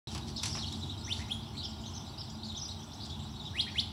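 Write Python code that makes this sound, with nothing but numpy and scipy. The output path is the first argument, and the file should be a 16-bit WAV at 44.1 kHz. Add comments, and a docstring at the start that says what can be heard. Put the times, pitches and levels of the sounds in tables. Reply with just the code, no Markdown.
"""A town roof at dusk. Over a low rumble and the hum of distant machinery, a far flock twitters in
short arched notes. A hand clicks and rustles on the camera's case, mostly in the first second.
A near bird gives two pairs of quick rising whistles with a soft slur inside each pair.
The calls are gliding, trembling tones with overtones; walls and roofs echo them."""
import sys
import numpy as np
from scipy import signal
from scipy.fft import rfft, irfft
from scipy.io import wavfile
from scipy.ndimage import uniform_filter1d

SR = 44100
rng = np.random.default_rng(int(sys.argv[2]) if len(sys.argv) > 2 else 0)


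def master_out(mix):
    """Clip the mix to full scale and print it as 16-bit PCM to the path in sys.argv[1]."""
    frames = np.transpose(np.atleast_2d(mix))
    ceiling = np.clip(frames, -1, 1)
    pcm = np.round(ceiling * 32767).astype(np.int16)
    wavfile.write(sys.argv[1], SR, pcm)


N = 172872
YARD_T60_S = .44


def undb(db):
    """Decibels to gain."""
    return 10 ** (np.asarray(db) / 20)


def unit(x):
    """Scale to rms 1."""
    return x / np.sqrt(np.mean(x ** 2))


def noise(points):
    """Noise of rms 1, coloured by (f/Hz, relative level/dB) points and falling steeply beyond them."""
    hz, db = np.array(points).T
    log_f = np.log(np.maximum(np.fft.rfftfreq(N, 1 / SR), 1))
    beyond = np.abs(log_f - np.clip(log_f, np.log(hz[0]), np.log(hz[-1])))
    colour = undb(np.interp(log_f, np.log(hz), db)) * np.exp(-10 * beyond)
    return unit(irfft(rfft(rng.standard_normal(N)) * colour, N))


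def walk(rate_hz):
    """Smooth random wander with a spread of 1."""
    hold = max(int(SR / rate_hz), 1)
    return unit(uniform_filter1d(rng.standard_normal(N)[np.arange(N) // hold], hold))


def add(out, start_s, x):
    """Mix a sound in at a time."""
    i = int(np.clip(start_s * SR, 0, N - 1))
    out[i:i + len(x)] += x[:N - i]


def reverb(x, wet_db, t60_s=YARD_T60_S):
    """Diffuse echo of roofs and walls, wet signal only."""
    t = np.arange(int(.7 * SR)) / SR
    tail = rng.standard_normal(len(t)) * np.exp(-np.log(1000) * t / t60_s) * (1 - np.exp(-t / .0039))
    return undb(wet_db) * signal.fftconvolve(x, tail / np.linalg.norm(tail))[:N]


def town(air_db=-53.5, waver_db=.86):
    """The bed: low rumble, wavering machine hums and a faint wash of air."""
    # colours of rumble and air: f/Hz, relative level/dB
    rumble_colour = [(28, -26), (50, -10), (68, 0), (96, 4.5), (120, -3), (148, 0), (177, -12), (225, -1),
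                     (255, -14), (310, -10.5), (355, -13), (420, -18.5), (520, -44.5)]
    air_colour = [(400, -5.5), (500, -10), (620, -1), (850, 4), (1050, -2), (1450, -10), (1900, -16),
                  (2550, -13), (3400, -6), (4500, -12), (5900, -10), (6700, -27), (7900, -18), (9000, -27),
                  (10400, -22), (12500, -28.5), (15500, -29)]
    # slow ebb of the rumble: t/s, level/dB
    rumble_ride = [(.4, -41), (1.2, -42), (1.7, -44), (2.7, -45), (3.1, -43.5)]
    # distant machinery: f/Hz, width/Hz, level/dB
    machines = [(218.3, 12, -53), (281, 8.7, -62.5), (1413, 3.344, -71)]
    t, hums = np.arange(N) / SR, np.zeros(N)
    rumble = noise(rumble_colour) * undb(np.interp(t, *np.array(rumble_ride).T))
    for hz, width, db in machines:
        phase = 2 * np.pi * hz * t
        hums += undb(db) * (walk(width) * np.sin(phase) + walk(width) * np.cos(phase))
    return rumble + hums + noise(air_colour) * undb(air_db + waver_db * walk(4.74))


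def sing(notes, warble, fade=.35, overtone_db=-20.5, overtone_top_hz=9000):
    """Notes that bend to a middle pitch and away again; the higher they go, the more they tremble."""
    out, wobble = np.zeros(N), walk(900)
    offsets = rng.integers(0, N, len(notes))
    for (at, length, first_hz, middle_hz, last_hz, db), offset in zip(notes, offsets):
        u = np.linspace(-1, 1, int(length * SR))
        hz = middle_hz + (np.where(u < 0, first_hz, last_hz) - middle_hz) * u * np.sin(np.pi * u / 2)
        tremble = wobble.take(offset + np.arange(len(u)), mode="wrap") * np.sqrt(hz / 3900)
        phase = 2 * np.pi * np.cumsum(hz * (1 + warble * tremble)) / SR
        overtone = undb(overtone_db) / (1 + (2 * hz / overtone_top_hz) ** 10) * np.sin(2 * phase)
        add(out, at, undb(db) * (np.sin(phase) + overtone) * signal.windows.tukey(len(u), fade))
    return out


def chatter(count, centre_hz, db, spread=.15, arch=.26, length_s=.045, uneven_db=3):
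    """The farthest birds: a list of random arched notes strewn over the whole scene."""
    notes = []
    for k, (when, pitch, rise, fall, strength, span) in enumerate(rng.random((count, 6))):
        at = (k + 2 * when) / count * N / SR
        hz = centre_hz * (1 + spread * (2 * pitch - 1))
        level = db + uneven_db * (2 * strength - 1)
        notes.append((at, length_s * (.5 + span), hz * (1 - arch * rise), hz, hz * (1 - arch * fall), level))
    return notes


def arched(notes, ends=.78):
    """Notes that start and end at the same share of their top pitch."""
    return [(at, length, ends * hz, hz, ends * hz, db) for at, length, hz, db in notes]


def flock(flutter_db=3, trim_db=-2):
    """Calls from across the roofs over fainter chatter, blurred by scatter off the tiles."""
    # arched twitters, hoarse calls, thin high chips: t/s, length/s, top f/Hz, relative level/dB
    twitters = [(.064, 0.026, 4100, -42), (.374, 0.031, 4200, -40), (.488, 0.059, 5620, -40),
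                (.528, .07, 5750, -38.5), (.58, 0.05, 4305, -39), (.649, 0.046, 4400, -41.5),
                (.715, 0.037, 3950, -41.5), (.805, 0.044, 4030, -44), (.885, 0.047, 3950, -42),
                (1.025, .09, 5950, -45), (1.621, 0.041, 3600, -41), (1.622, .056, 5450, -41.5),
                (1.833, 0.049, 3800, -48), (1.844, 0.073, 6350, -52), (1.893, 0.038, 3600, -55),
                (1.929, 0.064, 6250, -44.5), (2.172, 0.055, 5400, -41.5), (2.544, 0.042, 3850, -40),
                (2.553, 0.057, 6150, -42.5), (2.608, 0.056, 5900, -38), (2.685, 0.045, 4370, -43),
                (3.095, 0.045, 3840, -46.5), (3.435, 0.051, 3850, -44.5)]
    rasps = [(.358, .044, 5340, -39.5), (1.566, .054, 4270, -39.5), (2.428, 0.041, 4590, -43),
             (2.995, .074, 4595, -42), (3.185, 0.059, 3890, -48.5)]
    chips = [(2.825, .035, 5950, -49), (2.925, 0.04, 5900, -49.5), (3.04, 0.03, 5780, -47),
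             (3.04, 0.029, 7900, -53.5)]
    # falling notes: t/s, length/s, first f/Hz, middle f/Hz, last f/Hz, relative level/dB
    falls = [(0.621, 0.03, 4120, 3315, 2840, -36), (2.483, .047, 4390, 3816, 3380, -42.5),
             (3.391, .03, 4820, 3720, 3480, -40.5)]
    faint = chatter(count=120, centre_hz=3780, db=-55)
    faint += chatter(count=70, centre_hz=5200, db=-55.5)
    faint += chatter(count=45, centre_hz=7580, db=-63.5, spread=.08, arch=.11)
    calls = sing(arched(twitters) + falls + faint, warble=.023)
    calls += sing(arched(rasps), warble=.08)
    calls += sing(arched(chips), warble=.063, fade=.4)
    calls *= undb(flutter_db * walk(250) + trim_db)
    tiles = reverb(calls, wet_db=-4.5, t60_s=.03)
    return calls + tiles + reverb(calls, wet_db=-4.5)


def handling(click_s=.005, knock_s=.023, tick_s=.0011, grain_db=3, rub_lift_db=2.5):
    """A hand on the camera's case: clicks with a hollow knock, dry ticks and gritty rubs."""
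    # clicks: t/s, click level/dB, knock level/dB
    click_cues = [(0.149, -38.5, -41), (.178, -40, -55), (.432, -33.5, -41.5), (.435, -31, -59),
                  (0.457, -35, -63), (.46, -38, -64), (0.551, -45, -41), (0.571, -58, -49),
                  (0.725, -40.5, -60)]
    # tiny ticks: t/s, level/dB
    tick_cues = [(.432, -40), (.46, -45), (.726, -46), (2.527, -53), (2.682, -47)]
    # rubs: middle t/s, half width/s, relative level/dB
    rub_cues = [(0.128, 0.044, -52), (0.289, 0.023, -51), (0.467, 0.035, -44), (0.56, 0.066, -58.5),
                (0.727, 0.24, -60), (1.184, 0.054, -52.5)]
    # colours of the case, its knock and its tick: f/Hz, relative level/dB
    case_colour = [(300, -23), (1000, -9), (2200, -1), (3500, 5.5), (5800, 10.5), (6700, -1), (8000, 4),
                   (9000, -12.5), (10500, -0.5), (12500, -30), (16000, -36)]
    knock_colour = [(150, -8), (500, -5.5), (850, 5), (1700, -4), (3000, -0.5), (6000, -11), (16000, -44)]
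    tick_colour = [(5000, -12), (8000, 4), (11000, 3), (13500, -12), (16000, -18)]
    t = np.arange(N) / SR
    decay = lambda at, decay_s: (t >= at) * np.exp(-np.abs(t - at) / decay_s)
    clicks = sum(undb(db) * decay(at, click_s) for at, db, _ in click_cues)
    knocks = sum(undb(db) * decay(at, knock_s) for at, _, db in click_cues)
    ticks = sum(undb(db) * decay(at, tick_s) for at, db in tick_cues)
    rubs = sum(undb(db) * np.exp(-((t - at) / half) ** 2) for at, half, db in rub_cues)
    rubs *= undb(grain_db * walk(500) + rub_lift_db)
    out = (clicks + rubs) * noise(case_colour) + knocks * noise(knock_colour) + ticks * noise(tick_colour)
    return out + reverb(out, wet_db=-11)


def near_bird(rough=.022, flutter_db=2.5, harmonic_step_db=3.5, dull_hz=4300):
    """Whistles that swell and flick upward, overtones glinting through resonances; husky slurs between."""
    # whistles: peak t/s, f/Hz, level/dB, lead-in/s, swell/s, flick/s, flick exponent, overtone trim/dB
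    whistles = [(1.125, 3600, -26.5, .062, .015, .018, .8, -20),
                (1.324, 3650, -32, .048, .016, .02, .5, -20),
                (3.602, 3650, -21.5, .068, .010, .028, .95, -25),
                (3.794, 3700, -21.5, .052, .012, .022, 1.1, -25)]
    # whistle shape: place (-1 start, -.2 swell begins, 0 peak, 1 end), pitch ratio, relative level/dB
    sweep = [(-1, .41, -37), (-.66, .56, -20), (-.32, .75, -18), (-.2, .83, -7), (0, .98, 0),
             (.25, 1.2, -4), (.55, 1.42, -20), (1, 1.54, -29)]
    # resonances that colour the overtones: f/Hz, gain/dB
    resonances = [(4500, 6), (5700, 8.5), (6500, -14.5), (7600, -2), (8800, -20.5), (9800, -1),
                  (10500, -15), (11400, -24), (15000, -32)]
    # soft slurs: t/s, length/s, first f/Hz, middle f/Hz, last f/Hz, level/dB
    slurs = [(1.183, 0.055, 1356, 2047, 2580, -47), (1.54, 0.04, 1740, 2400, 3340, -55.5),
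             (3.66, .052, 1330, 2150, 3160, -46.5)]
    # slaps off the nearest walls: delay/s, gain/dB
    walls = [(.0042, -12), (.0105, -13), (.021, -21)]
    t, tone, overtones = np.arange(N) / SR, np.zeros(N), np.zeros(N)
    place, ratio, shape_db = np.array(sweep).T
    wobble, flutter = walk(600), flutter_db * walk(300)
    for at, hz, level_db, lead, rise, flick, height, overtone_db in whistles:
        on = (t > at - lead) & (t < at + flick)
        u = np.interp(t[on] - at, [-lead, -rise, 0, flick], [-1, -.2, 0, 1])
        glide = np.interp(u, place, ratio) ** np.where(u > 0, height, 1)
        pitch = hz * glide * (1 + rough * wobble[on])
        phase = 2 * np.pi * np.cumsum(pitch) / SR
        swell = undb(level_db + np.interp(u, place, shape_db) + flutter[on])
        swell *= signal.windows.tukey(len(u), .08)
        add(tone, at - lead, swell * np.sin(phase))
        for k in range(2, 6):
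            glint_db = np.interp(k * pitch, *np.array(resonances).T)
            gain = undb(overtone_db + harmonic_step_db * (k - 2) + glint_db) * (k * pitch < SR / 2)
            add(overtones, at - lead, swell * gain * np.sin(k * phase))
    eaves = reverb(overtones, wet_db=3.5, t60_s=.21)  # quick scatter under the eaves
    song = tone + overtones + eaves + sing(slurs, warble=.14, fade=.56) * undb(flutter)
    slaps = sum(undb(db) * np.interp(t - delay, t, song) for delay, db in walls)
    dulled = signal.sosfilt(signal.butter(4, dull_hz, fs=SR, output="sos"), song)
    return song + slaps + reverb(dulled + overtones, wet_db=-6)


def scene():
    """Birds, hand and town in mono."""
    return (near_bird() + flock() + handling() + town())[None]


def record(dry, start_s=.072, top_hz=15750):
    """The sound cuts in after a moment of silence, its highest treble shaved off."""
    running = np.arange(N) / SR >= start_s
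    return signal.sosfilt(signal.ellip(10, .2, 70, top_hz, fs=SR, output="sos"), dry * running)


dry = scene()
out = record(dry)
master_out(out)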